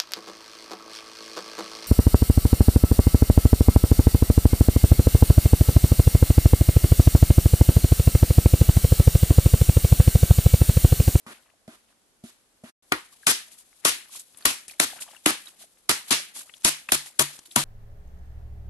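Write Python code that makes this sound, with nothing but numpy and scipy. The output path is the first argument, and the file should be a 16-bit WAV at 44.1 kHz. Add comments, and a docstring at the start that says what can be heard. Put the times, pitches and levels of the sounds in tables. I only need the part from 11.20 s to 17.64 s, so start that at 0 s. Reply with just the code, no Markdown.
"""A heavy blade chops green bamboo in a forest: four blows far off, a short silence, then twelve close by.
Each blow cracks, tears fibres, snaps splinters, knocks the hollow cane and echoes in the trees.
Shaken leaves rustle, crumbs patter and chips tick on the ground, over a steady hush of air.
Cracks, echoes and leaves are shaped noise; the cane and the small bits ring after a short push."""
import sys
import numpy as np
from scipy import signal
from scipy.io import wavfile

SR = 44100
rng = np.random.default_rng(int(sys.argv[2]) if len(sys.argv) > 2 else 0)


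def materialize(psi):
    """Save the field psi as 16-bit PCM at rate SR to the path in sys.argv[1].

    A 1-D psi becomes a single channel; in a 2-D psi each row is a channel.
    """
    bounded = np.clip(np.atleast_2d(psi).T, -1, 1)
    quanta = np.round(bounded * 32767).astype(np.int16)
    wavfile.write(sys.argv[1], SR, quanta)


N = 284004

# One row per blow. "Lift" turns the treble up or down; "pan" is left level minus right level.
# t/s, crack/dB, tearing/dB, tearing length/s, lift/dB, echo/dB, midrange pan/dB, treble pan/dB,
# shaken leaves/dB, knock delay/s, thud/dB, thud pitch/Hz, ring/dB, ring pitch/Hz
BLOWS = np.array([(0.063, -52, -36, 0.066, -15.5, -2.5, -0.5, -1.5, -48, 0.0012, -40.5, 235, -41.5, 1210),
                  (0.476, -40, -46, 0.078, -13, -4.5, -2, -6, -53, 0.0023, -34.5, 250, -37.5, 560),
                  (1.036, -53, -52, 0.067, -1, -4.5, -4, 2, -52.5, .0011, -33.5, 235, -53, 645),
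                  (1.435, -65, -43.5, 0.075, -12.5, -4, -1, -2, -54, 0.0011, -35, 235, -41.5, 697),
                  (1.719, 1, -55, 0.026, -20, -7, 12, -18, -45, 0.00082, -24, 292, -16.5, 1365),
                  (2.066, -8, -16.5, 0.048, -2.5, -3.5, 6.5, 5, -35, 0.0043, -37, 270, -19.5, 1220),
                  (2.648, -6.5, -20.5, 0.046, -2, -0.5, 1, 26, -32.5, 0.0055, -46, 270, -19, 1260),
                  (3.252, -4, -27, 0.058, -4, -1.5, 5, 18, -35, 0.0016, -17.5, 400, -18, 1290),
                  (3.597, -3.5, -21, 0.048, -2.5, -9.5, 5.5, -6, -29, 0.003, -29.5, 310, -28.5, 645),
                  (4.058, -0.5, -16.5, 0.047, -9.5, -4, 0.5, 30, -33, 0.0052, -19, 330, -28, 690),
                  (4.691, -4, -16.5, 0.023, -7, -1.5, -5.5, 22, -36, 0.004, -23, 235, -24, 1480),
                  (4.905, -16.5, -16.5, 0.023, -4.5, 4, 10.5, -5, -34.5, .0048, -26.5, 235, -27, 1140),
                  (5.445, -7, -19, 0.046, -0.5, -5.5, 3.5, 5, -36.5, 0.0075, -29.5, 235, -22.5, 850),
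                  (5.718, -7.5, -20.5, 0.033, 0, -7.5, -1, 21, -36, 0.0046, -31, 320, -29, 656),
                  (5.991, -5, -21.5, 0.033, -1, -8.5, 5.5, 33, -34.5, 0.013, -24, 320, -17, 833),
                  (6.358, -3, -23, 0.048, -6, -4, 2, 38, -27, 0.0074, -18, 245, -20.5, 954)])
(START, CRACK_DB, TEAR_DB, TEAR_S, LIFT_DB, ECHO_DB, MID_PAN_DB, TOP_PAN_DB,
 SHAKE_DB, KNOCK_DELAY_S, THUD_DB, THUD_HZ, RING_DB, RING_HZ) = range(14)
# How alike scattered sound is on the left and right: f/Hz, likeness (1 = the same)
SCATTERED_LIKENESS = [(100, 0.19), (500, 0.74), (1000, 0.057), (4000, 0.033), (12000, 0.077)]
SILENCE_START_S, SILENCE_END_S = 1.497, 1.624


def amp(db):
    """Turn decibels into a gain."""
    return 10 ** (np.asarray(db) / 20)


def at_hz(table, hz):
    """Read a table between its rows, on a scale of octaves."""
    pitches, values = np.transpose(table)
    return np.interp(np.log(hz), np.log(pitches), values)


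def burst(start, rise, hold, t60):
    """A level that rises, holds and dies away. Here and below, t60 is the seconds taken to fall 60 dB."""
    t = np.arange(N) / SR - start
    return np.clip(t / rise, 0, 1) ** 2 * amp(-60 * np.clip(t - rise - hold, 0, 4 * t60) / t60)


def flicker(hz):
    """A random wobble of typical size 1, mostly slower than hz."""
    keep = np.exp(-2 * np.pi * hz / SR)
    wobble = signal.lfilter([1], [1, -2 * keep, keep * keep], rng.standard_normal(N))
    return wobble / wobble.std()


def ring(push, hz, t60):
    """A resonance: each click in the push starts a dying tone."""
    keep, angle = amp(-60 / (t60 * SR)), 2 * np.pi * hz / SR
    return signal.lfilter([0, np.sin(angle)], [1, -2 * keep * np.cos(angle), keep * keep], push + 1e-18)


def no_bass(sound, hz):
    """Small things give off no low notes."""
    return signal.sosfilt(signal.butter(2, hz, "high", fs=SR, output="sos"), sound)


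def noise_bands(colour, likeness=SCATTERED_LIKENESS, level=1):
    """Stereo noise in half-octave bands, as (centre pitch, band); colour shares out the power."""
    white = level * rng.standard_normal((2, 2, N))
    edges = 25 * 2 ** np.arange(0, 9.1, .5)
    centres = np.sqrt(edges[1:] * edges[:-1])
    gains = amp(at_hz(colour, centres))
    gains /= np.sqrt(np.sum(gains ** 2 * np.diff(edges) / (SR / 2)))
    for k, hz in enumerate(centres):
        bandpass = signal.butter(2, edges[k:k + 2], "band", fs=SR, output="sos")
        mid, side = gains[k] * signal.sosfilt(bandpass, white[k % 2] + 1e-18)   # neighbours are unrelated
        alike = at_hz(likeness, hz)
        yield hz, np.sqrt((1 + alike) / 2) * mid + np.sqrt((1 - alike) / 2) * side * [[1], [-1]]


def treble_share(hz):
    """How much of a treble lift a pitch takes: none in the bass, all of it at the top."""
    return np.clip(np.log2(hz / 1010) / 2.55, 0, 1)


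def latest(rows, column):
    """At each sample, a value from the newest event, switching 6 ms before it starts."""
    rows = np.array(rows)
    newest = np.searchsorted(rows[:, 0] - .006, np.arange(N) / SR) - 1
    return rows[np.maximum(newest, 0), column]


def panned(sound, pan_db):
    """Turn the left up and the right down, each by half the pan."""
    return sound * amp([pan_db / 2, -pan_db / 2])


def air():
    """The steady hush of the forest."""
    # Colour of the hush: f/Hz, level/dB
    colour = [(15, -35), (25, 3), (127, -9.5), (269, -3), (386, -7), (930, -8.5), (1090, -18.5),
              (1270, -10), (2020, -14), (12000, -15), (15600, -44), (22000, -120)]
    return amp(-66) * sum(band for _, band in noise_bands(colour))


def leaf_motion():
    """Leaves stir, shake after each blow and swish: their joint level, lift and pan over time."""
    # Faint stir of the leaves: t/s, level/dB
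    stir = [(0, -79.5), (1.5, -74), (1.63, -68.5), (1.9, -58), (2.5, -61), (3.1, -60), (4.0, -60.5),
            (4.5, -64.5), (4.68, -68), (5.3, -56), (5.6, -63), (6.44, -63)]
    # Leaves brushed or cane shifted: t/s, swell/s, hold/s, level/dB, lift/dB, pan/dB
    swishes = [(0.653, .035, .03, -51, -17, 0), (1.913, 0.0084, 0.02, -49, -6, 3),
               (2.297, 0.021, 0.012, -51, 5, 4), (2.345, 0.044, 0.011, -55, 10.5, 2),
               (2.604, .045, 0.0055, -37.5, -17.5, 11), (2.877, 0.072, 0.013, -37.5, 2, 1),
               (2.985, 0.0053, 0.0077, -51, 16, -2), (3.164, 0.015, 0.063, -46, -9.5, 1),
               (3.474, 0.0096, 0.043, -47.5, 1.5, 0.5), (3.793, 0.017, 0.01, -41, 9.5, -1.5),
               (3.84, 0.016, 0.11, -50, -3.5, 4), (4.033, 0.0049, .005, -54.5, 4, 1),
               (4.248, 0.011, 0.029, -42.5, -6.5, 0), (4.36, 0.049, 0.019, -44, -4, 1.5),
               (4.845, .04, 0.022, -39, -3.5, 1), (5.126, 0.033, 0.051, -37.5, -1, 0.5),
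               (5.426, .01, .01, -43, -5, 8), (5.684, 0.0048, 0.0067, -27, -11.5, -2),
               (5.83, 0.033, 0.025, -44, 3, -1), (6.115, 0.024, 0.016, -43, -0.5, -6),
               (6.246, 0.0085, 0.0066, -54, 9.5, -4), (6.303, 0.0066, 0.017, -53.5, 6.5, 2)]
    stirred = amp(np.interp(np.arange(N) / SR, *np.transpose(stir)))
    last_blow = latest(BLOWS, START)
    shaken = sum(amp(blow[SHAKE_DB]) * burst(blow[START], .054, 0, t60=.57) * (last_blow == blow[START])
                 for blow in BLOWS)
    parts = [(stirred, 1, 4), (shaken, -8, 4)]   # level, lift/dB, pan/dB
    parts += [(amp(db) * burst(start, swell, hold, t60=.15), lift, pan)
              for start, swell, hold, db, lift, pan in swishes]
    power = sum(level ** 2 for level, _, _ in parts)
    lift_db = sum(level ** 2 * lift for level, lift, _ in parts) / power
    pan_db = sum(level ** 2 * pan for level, _, pan in parts) / power
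    return np.sqrt(power), lift_db, pan_db


def rustle(level, lift_db):
    """Dry leaves rub in uneven patches."""
    # Colour of rubbing leaves: f/Hz, level/dB
    colour = [(35, -48.5), (60, -23), (149, -19), (277, -3), (441, -23), (1120, -11.5), (1530, -9.5),
              (4430, 0.5), (5050, -2.5), (12000, 3.5), (15600, -30), (22000, -120)]
    leaves = sum(band * amp(lift_db * treble_share(hz) + .5 * flicker(hz=12))
                 for hz, band in noise_bands(colour))
    return leaves * level * amp(2.2 * flicker(hz=51))


def crack(lead_in_s=.0037, lead_in_db=-20, t60=.011):
    """Level over time of each crack: a faint, brief lead-in, then the sharp snap."""
    level = 0
    for blow in BLOWS:
        lead_in = amp(lead_in_db) * burst(blow[START] - lead_in_s, lead_in_s, 0, t60)
        snap = burst(blow[START], rise=.0024, hold=.0014, t60=t60)
        level += amp(blow[CRACK_DB]) * (lead_in + snap)
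    return level


def tearing():
    """Level over time as the fibres split in ragged jerks."""
    level = sum(amp(blow[TEAR_DB]) * burst(blow[START], .002, blow[TEAR_S], t60=.0067) for blow in BLOWS)
    return level * amp(.38 * flicker(hz=140))


def blade(strength):
    """The direct sound of steel in wood: noise that follows the strength of the blow."""
    # Colour of a blow: f/Hz, level/dB
    colour = [(18, -42), (30, -18), (157, -11.5), (325, 2.5), (510, -40.5), (655, -2), (842, -21),
              (1140, 7.5), (1540, -6.5), (3340, 0.5), (4750, -4), (9580, 4), (12000, 0), (15600, -34),
              (22000, -120)]
    # How alike a blow is on the left and right: f/Hz, likeness (1 = the same)
    likeness = [(100, 1), (500, .9), (1500, 1), (4000, 0.76), (12000, 0.34)]
    lift_db, mid_pan, top_pan = (latest(BLOWS, column) for column in (LIFT_DB, MID_PAN_DB, TOP_PAN_DB))
    sound = 0
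    for hz, band in noise_bands(colour, likeness, strength):
        share = treble_share(hz) + np.clip(np.log2(52 / hz), 0, 1)   # a bright blow also shoves more bass
        pan_db = min(hz / 2700, 1) * mid_pan   # the bass stays in the middle
        pan_db += np.clip(np.log2(hz / 3000), 0, 2) / 6.6 * (top_pan - mid_pan)
        sound += amp(lift_db * share) * panned(band, pan_db)
    return sound


def cane(fall_db_per_octave=39.5):
    """The lodging blade rings the hollow cane, most strongly near each blow's thud and ring pitches."""
    # The cane's own tones, in groups that a blow drives together: f/Hz, level/dB, t60/s
    tone_groups = [
        [(145, 0, .24)],
        [(235, 0, .07)],
        [(310, 0, .1), (365, -4, .1)],
        [(645, 0, .08), (710, -4, .06)],
        [(965, 0, .1)],
        [(1125, 0, .1), (1240, -3, .1)],
        [(1420, 0, .07), (1885, -2, .08), (2380, -5, .1)],
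    ]
    hits = ((BLOWS[:, START] + BLOWS[:, KNOCK_DELAY_S]) * SR).astype(int)
    hum_db = -29.5 - 3.5 * np.arange(len(hits))[::-1]   # the lowest tone grows as the notch deepens
    sound = np.zeros(N)
    for k, group in enumerate(tone_groups):
        octaves_off = np.abs(np.log2(group[0][0] / BLOWS[:, [THUD_HZ, RING_HZ]]))
        knock_db = (BLOWS[:, [THUD_DB, RING_DB]] - fall_db_per_octave * octaves_off).max(axis=1)
        drive_db = hum_db if k == 0 else knock_db
        for hz, level_db, t60 in group:
            clicks = np.zeros(N)
            clicks[hits] = amp(drive_db + level_db + rng.normal(0, 1.5, len(hits)))
            soft_push = np.hanning(round(.8 * SR / hz))   # about one cycle long
            sound += ring(signal.lfilter(2 * soft_push / soft_push.sum(), 1, clicks), hz, t60)
    return no_bass(sound, hz=130)


def linger(power, t60):
    """Sound caught among the trees: its power builds up and dies away."""
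    keep = amp(-120 / (t60 * SR))
    return signal.lfilter([1 - keep], [1, -keep], power + 1e-18)


def splinters(strength, per_second=1500, cycles=34):
    """Torn slivers snap at random and ring, each at its own pitch; the trees hold the sound a while."""
    level = np.sqrt(strength ** 2 + .1 * linger(strength ** 2, t60=.22))
    snaps = level * rng.standard_normal((2, N)) * (rng.random((2, N)) < per_second / SR)
    pitches = np.geomspace(900, 11500, 36)
    chosen = rng.integers(0, len(pitches), (2, N))
    lift_db = latest(BLOWS, LIFT_DB)
    rings = 0
    for k, hz in enumerate(pitches):
        gain = amp(lift_db * treble_share(hz) + 5.5 * np.log2(hz / 3000))
        rings += ring(snaps * (chosen == k) * gain, hz, cycles / hz)
    pile_up = np.sqrt(per_second * cycles / (12 * np.log(10)) * np.mean(1 / pitches))   # rings overlap
    return amp(-8) * panned(no_bass(rings / pile_up, hz=850), latest(BLOWS, MID_PAN_DB))


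def echo(strength):
    """Trunks and leaves scatter each blow, and each band dies away at its own pace."""
    # Colour of the echo: f/Hz, level/dB
    colour = [(35, -47.5), (60, -26.5), (378, -8), (504, -13.5), (1250, -7), (1990, -2.5), (2180, -3.5),
              (3550, 1.5), (7880, -2), (12000, -1.5), (15600, -37), (22000, -120)]
    # How long the echo lasts: f/Hz, t60/s
    decay_times = [(100, 0.1), (260, 0.21), (700, 0.18), (1840, 0.34), (4850, 0.27)]
    power = (strength * amp(latest(BLOWS, ECHO_DB))) ** 2
    lift_db, pan_db = latest(BLOWS, LIFT_DB), .081 * latest(BLOWS, TOP_PAN_DB)
    sound = 0
    for hz, band in noise_bands(colour):
        share = treble_share(hz)
        level = np.sqrt(linger(power * amp(2 * lift_db * share), at_hz(decay_times, hz)))
        sound += level * amp(1.5 * flicker(hz=6)) * panned(band, share * pan_db)
    return sound


def patter(leaf_level, per_second=600, cycles=16.6):
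    """Crumbs fall among moving leaves and in showers: uneven clicks, each ringing at its own pitch."""
    # Showers of crumbs after a blow: t/s, length/s, level/dB
    showers = [(0.096, 0.19, -62), (1.9, 0.17, -71.5), (3.132, .1, -62.5), (3.475, 0.17, -61),
               (3.654, 0.296, -51), (4.219, .1, -61.5), (5.215, 0.23, -66)]
    shower_level = sum(amp(db) * burst(start, .016, length, t60=.06) for start, length, db in showers)
    level = np.hypot(amp(-13) * leaf_level, shower_level)
    clicks = level * rng.standard_normal(N) * (rng.random(N) < per_second / SR)
    clicks = clicks * amp(rng.normal(0, 4.1, (2, N)))   # each lands more to one side
    pitches = np.geomspace(550, 3500, 14)
    chosen = rng.integers(0, len(pitches), N)
    rings = sum(ring(clicks * (chosen == k), hz, cycles / hz) * amp(3.5 * np.log2(hz / 1500))
                for k, hz in enumerate(pitches))
    return no_bass(rings, hz=500)


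def chip_ticks(snap_db=-41):
    """Each chip is a short puff of noise sent twice through one resonance, with a dry snap in front."""
    # The loudest chips and splinters: t/s, peak/dB, f/Hz, ring length/cycles, pan/dB
    chips = [(0.335, -57, 660, 5.5, 4), (1.921, -55, 1150, 27, 0), (2.031, -43.5, 1670, 18, 5),
             (2.528, -50, 2020, 6.5, 5), (2.894, -50, 1170, 7.4, 3), (2.968, -34, 7200, 3.5, -8),
             (2.995, -31.5, 7600, 10, 4), (3.146, -43.5, 3800, 2.7, 4), (3.172, -36, 10400, 8.6, 17),
             (3.184, -39, 10300, 5.9, 11), (3.207, -47, 4060, 4.1, 2), (3.223, -41, 4500, 8.1, 3),
             (3.481, -24.5, 9100, 4.8, 5.5), (3.497, -37.5, 2460, 16, 13), (3.51, -38, 4300, 5.9, -9),
             (3.535, -46, 2280, 8.5, 9), (3.729, -38, 700, 7.3, 3), (3.764, -46, 680, 7.3, -2),
             (3.788, -42.5, 1510, 11, 3), (3.81, -30, 9400, 5.2, -8), (3.82, -33.5, 2850, 6.5, 11),
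             (3.874, -53, 1140, 34, 0), (3.914, -58, 550, 3.8, 4), (3.964, -48, 2830, 16, 20),
             (4.27, -35, 3770, 27, -8), (4.437, -49.5, 651, 7.4, 3), (4.572, -57, 3040, 3, 7),
             (5.294, -40.5, 2420, 7.1, 14), (5.338, -35.5, 3280, 8.9, 8), (5.367, -45, 6300, 6.9, 4),
             (5.42, -43, 7100, 3.7, -6), (5.688, -19.5, 2380, 5, 7), (5.859, -34, 5870, 2.4, 1),
             (5.882, -43, 6000, 3, 1), (6.19, -32, 6960, 2.9, 5), (6.257, -42, 3920, 6.1, 2.0),
             (6.282, -60, 326, 8.2, 8), (6.312, -34.5, 3760, 10, 4)]
    sound, t = np.zeros(N), np.arange(round(.08 * SR)) / SR
    for start, peak_db, hz, cycles, _ in chips:
        puff = rng.standard_normal(len(t)) * np.clip(t / .00039, 0, 1) * amp(-60 * t / .024)
        tone = ring(ring(puff, hz, cycles / hz), hz, cycles / hz)
        snap = amp(snap_db) * puff * amp(-60 * t / .0047)
        tick = amp(peak_db) * (tone / np.abs(tone).max() + snap)
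        first = round(start * SR)
        sound[first:first + len(t)] += tick[:N - first]
    return panned(sound, latest(chips, column=4))


def air_shove(below_hz=57.6):
    """Each near blow pushes a lump of air onto the microphone; brighter blows push harder."""
    level = sum(amp(-32 + blow[LIFT_DB]) * burst(blow[START], .0029, 0, t60=.049)
                for blow in BLOWS if blow[START] > SILENCE_END_S)
    lowpass = signal.butter(4, below_hz, fs=SR, output="sos")
    mid, side = signal.sosfilt(lowpass, rng.standard_normal((2, N)))
    return level * (mid + .45 * side * [[1], [-1]]) / mid.std()


def scene():
    """Add up the blows, their splinters and echo, the chips, leaves, crumbs and air."""
    strength = np.hypot(crack(), tearing())
    direct = blade(strength) + cane()
    direct[0] = np.roll(direct[0], round(.00019 * SR))   # the blow reaches the left a little later
    chopping = direct + splinters(strength) + echo(strength) + chip_ticks()
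    leaf_level, lift_db, pan_db = leaf_motion()
    leaves_and_crumbs = panned(rustle(leaf_level, lift_db) + patter(leaf_level), pan_db)
    return chopping + leaves_and_crumbs + air() + air_shove()


def record(dry):
    """The microphone thins the bass, cuts the top and rounds peaks; silence parts far blows from near."""
    bass_hz, treble_hz, cutoff_hz = 40.6, 12550, 16484
    fade_s, peak_limit = .025, .65
    t = np.arange(N) / SR
    fade = amp(-40 * np.clip(t - SILENCE_START_S, 0, 1) / fade_s)
    sound = signal.sosfilt(signal.butter(1, bass_hz, "high", fs=SR, output="sos"), dry)
    sound *= np.where(t < SILENCE_END_S, fade, 1)
    sound = signal.sosfilt(signal.cheby2(20, 70, treble_hz, fs=SR, output="sos"), sound)
    rounded = sound / (1 + (sound / peak_limit) ** 4) ** .25   # sprays a little sound above the cut
    return signal.sosfilt(signal.cheby2(12, 70, cutoff_hz, fs=SR, output="sos"), rounded)


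dry = scene()
out = record(dry)
materialize(out)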